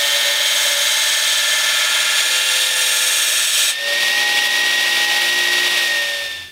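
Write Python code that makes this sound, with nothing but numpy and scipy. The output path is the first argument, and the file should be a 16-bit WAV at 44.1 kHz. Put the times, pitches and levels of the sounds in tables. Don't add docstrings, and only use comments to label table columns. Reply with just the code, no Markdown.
import sys
import numpy as np
from scipy import signal
from scipy.fft import rfft, irfft
from scipy.io import wavfile
from scipy.ndimage import uniform_filter1d

SR = 44100
rng = np.random.default_rng(int(sys.argv[2]) if len(sys.argv) > 2 else 0)


def unload_audio(sound):
    columns = np.transpose(np.atleast_2d(sound))
    steps = np.round(np.clip(columns, -1, 1) * 32767)
    wavfile.write(sys.argv[1], SR, steps.astype(np.int16))


N = 287091
TIME = np.arange(N) / SR
HZ = np.fft.rfftfreq(N, 1 / SR)
STROKE_S, RELEASE_S = 3.69, 0.035
WHINE_ORDER, WHINE_CYCLES_PER_LOOP = 32, 91.5

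# time in seconds, cutting level in dB, then the
# body (lows) and the fizz (highs), both in dB compared with the middle of the sound.
PRESSURE = [(0.0, -13.5, -5, -4), (0.42, -11.5, -5.5, -5), (0.6, -10, -3.3, -1.5), (1.3, -10.5, -6, -3.5),
            (1.58, -11.5, -2.2, -2.5), (2.05, -9, -2, -4), (2.62, -10, -6, -2.5), (3.08, -8, -3.5, 1.7),
            (3.65, -8, -7.5, -0.5)]
# middle in seconds, half length in seconds, change in dB.
HAND_JOLTS = [(0.348, 0.05, -1.5), (0.754, 0.048, -2), (2.19, 0.02, 3), (2.433, 0.038, -2.5),
              (2.713, 0.065, -3.5), (3.597, 0.054, 3.5)]


def grinding(loops, body_edge_hz=2500, fizz_edge_hz=5200, body_db=-0.05, chatter_db=-13, tremor_db=0.1):
    drive = grit(loops, sameness=1, patchy_db=0.98, flutter_db=0.08, flutter_hz=25)
    drive = drive * fine_modes(spacing_hz=16, ripple_db=3.0)
    pressure, body, fizz = curves(PRESSURE)
    low = 1 / (1 + (HZ / body_edge_hz) ** 20)
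    high = 1 - 1 / (1 + (HZ / fizz_edge_hz) ** 20)
    bands = ((low, gain_of(body + body_db)), (1 - low - high, 1), (high, gain_of(fizz)))
    places = np.linspace(0, 1, 10)
    rasp = 0
    for place, here in zip(places, np.eye(len(places))):
        ring = ringing(place)
        nearness = np.interp(TIME / STROKE_S, places, here)
        rasp = rasp + nearness * sum(gain * coloured(drive, ring * band) for band, gain in bands)
    chatter = np.sqrt(2) * np.sin(2 * np.pi * 89 * loops)
    rasp = rasp + gain_of(body + chatter_db) * chatter
    contact = np.exp(-(np.maximum(TIME - STROKE_S, 0) / RELEASE_S) ** 2)
    jolts = sum(db * swell(middle, half_length) for middle, half_length, db in HAND_JOLTS)
    return rasp * contact * gain_of(pressure + jolts + tremor_db * drift(top_hz=6))


# frequency in Hz, relative level in dB.
CUT_COLOUR = [(100, -31), (330, -13.5), (450, -13), (1000, -9), (1500, -1), (3000, 3), (4500, 4.5),
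              (7500, -0.5), (10000, -4), (13500, -4), (15600, -7)]
# pitch in Hz, width in Hz, boost in dB, the place in the
BLADE_NOTES = [(3566, 38, 21.5, 0.43, 0.41), (3790, 160, 15.5, 1.0, 1.07), (3920, 51, 18.5, 0.17, 0.21),
               (4020, 33, 17, 0.5, 0.38), (4210, 61, 7.5, 1.0, 1.67), (4460, 220, 9, 0.5, 0.49),
               (4880, 68, 11, 0.43, 0.22), (5470, 37, 14, 0.86, 0.61), (5663, 97, 13.5, 0.62, 0.58),
               (5920, 300, 3.5, 0.9, 0.31), (6390, 310, 11, 0.34, 0.28), (6400, 310, 9, 1.0, 0.28),
               (6650, 105, 13.5, 0.5, 0.67), (7060, 180, 13, 0.52, 0.07), (7040, 490, 6.5, 0.77, 0.61),
               (7400, 70, 14, 0.66, 0.09), (7700, 120, 6, 0.62, 0.09), (7900, 85, 16, 1.0, 0.11),
               (8050, 70, 17, 0.35, 0.27), (8150, 200, 14.5, 0.95, 0.15), (8340, 280, 9, 0.28, 0.2),
               (8250, 182, 13.5, 0.92, 0.15), (8700, 250, 13.5, 0.73, 0.25), (9180, 100, 5, 0.83, 0.15),
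               (9480, 130, 13, 0.6, 0.14), (9210, 230, 10, 0.65, 0.9), (9690, 220, 10.5, 0.83, 0.57),
               (10550, 470, 7.5, 0.85, 0.47), (11400, 403, 5, 0.8, 0.13), (11668, 64, 4, 1.0, 0.81),
               (12119, 65, 10, 0.8, 0.54), (12245, 400, 6, 0.96, 0.16), (12355, 127, 3, 1.0, 1.55)]
PLATE_NOTES = [(355, 8, 15, 0.77, 0.21), (499, 15, 16.5, 0.18, 0.17), (512, 7.1, 21.5, 0.72, 0.19),
               (578, 9.4, 28, 0, 0.34), (610, 55, 17, 0.32, 0.83), (686, 53, 10, 0.14, 0.83),
               (871.4, 37, 19.5, 0.04, 0.79), (870, 47, 21.5, 0.72, 0.079), (988, 27, 9, 0.37, 0.29),
               (1132.5, 20, 13, 0.54, 0.34), (1270, 37, 9.5, 0.6, 1.2), (1305, 14, 18, 0.46, 0.11),
               (1394, 17.6, 19.5, 0.62, 0.33), (1506, 39, 8.5, 0.2, 0.69), (1636, 97, 11, 0.49, 0.44),
               (1725, 34, 21, 0.62, 0.42), (1740, 11, 3, 1, 0.15), (1820, 20, 4, 0.0, 0.1),
               (1964, 87, 6.5, 0.66, 0.66), (2108, 38, 19.5, 0.37, 0.41), (2247, 32, 14.5, 0.18, 0.51),
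               (2420, 88, 15, 0.76, 0.34), (2597, 70, 13, 1, 0.88), (2757, 52, 19, 0.71, 0.18),
               (2890, 89, 9, 1.0, 1.5), (3126, 71, 18.5, 0.04, 0.87), (3295, 58, 20, 0.43, 0.36),
               (3395, 460, 13, 0.2, 1.3)]


def ringing(place):
    hz, width, boost_db, best_place, reach = np.transpose(PLATE_NOTES + BLADE_NOTES)
    grid_hz = np.arange(0, SR / 2, 4)
    peaks = 1 / (1 + (2 * (grid_hz[:, None] - hz) / width) ** 2) ** 2
    power = gain_of(boost_db) ** 2 * np.exp(-((place - best_place) / reach) ** 2)
    return gain_of(spectrum(CUT_COLOUR)) * np.interp(HZ, grid_hz, np.sqrt(1 + peaks @ power))


# frequency in Hz, share (0 to 1) at full sameness.
REPEAT_SHARE = [(400, 0.71), (1700, 0.81), (3000, 0.59), (8000, 0.57), (15000, 0.16)]


def grit(loops, sameness, patchy_db, flutter_db, flutter_hz):
    repeat = np.clip(sameness * spectrum(REPEAT_SHARE), 0, 1)
    same = rfft(round_the_belt(loops, count=860))
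    fresh = rfft(rng.standard_normal(N))
    noise = irfft(np.sqrt(repeat) * same + np.sqrt(1 - repeat) * fresh, N)
    thickness = evened(round_the_belt(loops, count=20) + 0.31 * round_the_belt(loops, count=3))
    return rfft(noise * gain_of(patchy_db * thickness + flutter_db * drift(flutter_hz)))


def round_the_belt(loops, count):
    size = 2 ** 15
    waves = np.exp(2j * np.pi * rng.random(count))
    pattern = evened(irfft(np.r_[0, waves], size))
    return np.interp(loops, np.arange(size) / size, pattern, period=1)


def fine_modes(spacing_hz, ripple_db):
    heights = rng.standard_normal(4000)
    return gain_of(ripple_db * np.interp(HZ / spacing_hz, np.arange(len(heights)), heights))


TONE_ORDERS = (1, 2, 3, 4, 5, 6, 7, 8, 10, 14, 15, 16, 17, 20, 31, 33, 38, 64, 96)
TONE_DB = (-68, -63.5, -67, -51.5, -51.5, -45.5, -47.5, -48.5, -53, -39.5, -52, -53, -42, -48.5, -35.5, -37,
           -37, -29.5, -36)
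# middle in seconds, half length in seconds, change in dB.
TONE_SWELLS = [(0.228, 0.031, 6), (0.45, 0.09, -9), (4.334, 0.18, 8.5), (5.14, 0.14, 10), (5.55, 0.41, 9),
               (5.68, 0.094, -1.5), (6.0, 0.16, 2.5)]
SWELLING_ORDERS = (10, 10, 14, 14, 6, 32, 32)
IDLE_HZ, BOG_HZ = 1892, 1787


def motor(turns, loops, speed, whine_db=-21, throb=0.067, shake=0.12, waver_db=1.1, sag_db_per_hz=0.1):
    turns = turns + 0.0011 / (2 * np.pi) * drift(top_hz=35)
    sag_db = sag_db_per_hz * (IDLE_HZ - speed)
    levels_db = {order: db - sag_db * (order % WHINE_ORDER > 0)
                 for order, db in zip(TONE_ORDERS, TONE_DB)}
    levels_db[WHINE_ORDER] = whine_db + sag_db_per_hz * np.maximum(BOG_HZ - speed, 0)
    for order, (middle, half_length, change_db) in zip(SWELLING_ORDERS, TONE_SWELLS):
        levels_db[order] = levels_db[order] + change_db * swell(middle, half_length)
    tones = 0
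    for order, db in levels_db.items():
        tones = tones + gain_of(db) * np.sqrt(2) * np.sin(2 * np.pi * (order * turns + rng.random()))
    tension = 1 + throb * round_the_belt(loops, count=3) + shake * drift(top_hz=88)
    return tones * tension * gain_of(waver_db * drift(top_hz=3.2))


# time in seconds, pitch of the whine in Hz.
LOADED_PITCH = [(0.0, 1825), (0.4, 1814), (1.6, 1762), (2.6, 1807), (3.4, 1792), (3.69, 1789)]


def motor_speed(recover_s=0.31, slow_from_s=5.7, slow_hz_per_s=150):
    loaded, = curves(LOADED_PITCH)
    freed = np.tanh(np.maximum(TIME - STROKE_S, 0) / recover_s)
    return loaded + (IDLE_HZ - loaded) * freed - slow_hz_per_s * np.maximum(TIME - slow_from_s, 0)


# pitch in Hz, width in Hz, boost in dB.
FRAME_NOTES = [(456.3, 13, 10), (571.9, 11.6, 32.5), (3576, 144, 3)]


def frame(x):
    response = 1 + sum(gain_of(db) / (1 + 2j * (HZ - hz) / width) ** 2 for hz, width, db in FRAME_NOTES)
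    return irfft(rfft(x) * response, N)


# frequency in Hz, relative level in dB.
HISS_COLOUR = [(25, -51), (70, -27.5), (230, -22), (420, -18.5), (500, -13), (600, -9.5), (1200, -13),
               (1600, -8.5), (2200, -4), (2800, 3), (2980, -1.5), (3300, 1.5), (3700, 0), (3950, -4.5),
               (5000, -6.5), (6800, -13.5), (10000, -16.5), (15500, -23.5)]


def running_belt(loops, level_db=-18.5):
    drive = grit(loops, sameness=0.19, patchy_db=0.97, flutter_db=1.0, flutter_hz=23)
    drive = drive * fine_modes(spacing_hz=14, ripple_db=2.0)
    return gain_of(level_db) * coloured(drive, gain_of(spectrum(HISS_COLOUR)))


def belt_bumps(loops, level_db=-55, middle_s=0.714, half_length_s=0.11):
    bumps = np.sqrt(2) * np.sin(2 * np.pi * 29 * loops)
    return bumps * gain_of(level_db) * swell(middle_s, half_length_s)


# frequency in Hz, relative level in dB.
RUMBLE_COLOUR = [(20, -20), (50, -12), (72, -19), (85, 5), (105, -16), (200, -19), (370, -13), (600, -33)]


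def rumble(level_db=-46.5):
    return gain_of(level_db) * coloured(rfft(rng.standard_normal(N)), gain_of(spectrum(RUMBLE_COLOUR)))


def gain_of(db):
    return 10 ** (np.asarray(db) / 20)


def evened(x):
    return x / np.sqrt(np.mean(x ** 2) + 1e-20)


def curves(rows):
    seconds, *columns = np.transpose(rows)
    return [np.interp(TIME, seconds, column) for column in columns]


def spectrum(points):
    hz, value = np.transpose(points)
    return np.interp(np.log(HZ + 1), np.log(hz + 1), value)


def coloured(bins, gain):
    return evened(irfft(bins * gain, N))


def drift(top_hz):
    return coloured(rfft(rng.standard_normal(N)), 1 / (1 + (HZ / top_hz) ** 4))


def swell(middle, half_length):
    return np.exp(-((TIME - middle) / half_length) ** 2)


def scene():
    speed = motor_speed()
    whine_cycles = np.cumsum(speed) / SR
    turns, loops = whine_cycles / WHINE_ORDER, whine_cycles / WHINE_CYCLES_PER_LOOP
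    machine = grinding(loops) + running_belt(loops) + frame(motor(turns, loops, speed) + belt_bumps(loops))
    return np.array([machine, machine])


def gain_control(x, ceiling_db=-17.5, recovery_db_per_s=47, window_s=0.25):
    power = uniform_filter1d((x ** 2).mean(0), int(window_s * SR))
    power_db = 10 * np.log10(abs(power) + 1e-12)
    fall = TIME * recovery_db_per_s
    held_db = np.maximum.accumulate(power_db + fall) - fall
    over_db = np.maximum(held_db - ceiling_db, 0)
    return x / gain_of(uniform_filter1d(over_db, size=2000))


def record(dry, makeup_db=1.3, fade_from_s=5.82, fade_s=0.73, top_hz=15780):
    faded = np.clip((TIME - fade_from_s) / fade_s, 0, 1)
    out = (1 - faded) * gain_of(makeup_db) * gain_control(dry) + faded * rumble()
    lowpass = signal.firwin(1023, top_hz, window=("kaiser", 9), fs=SR)
    return signal.oaconvolve(out, lowpass[None], "same")


dry = scene()
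out = record(dry)
unload_audio(out)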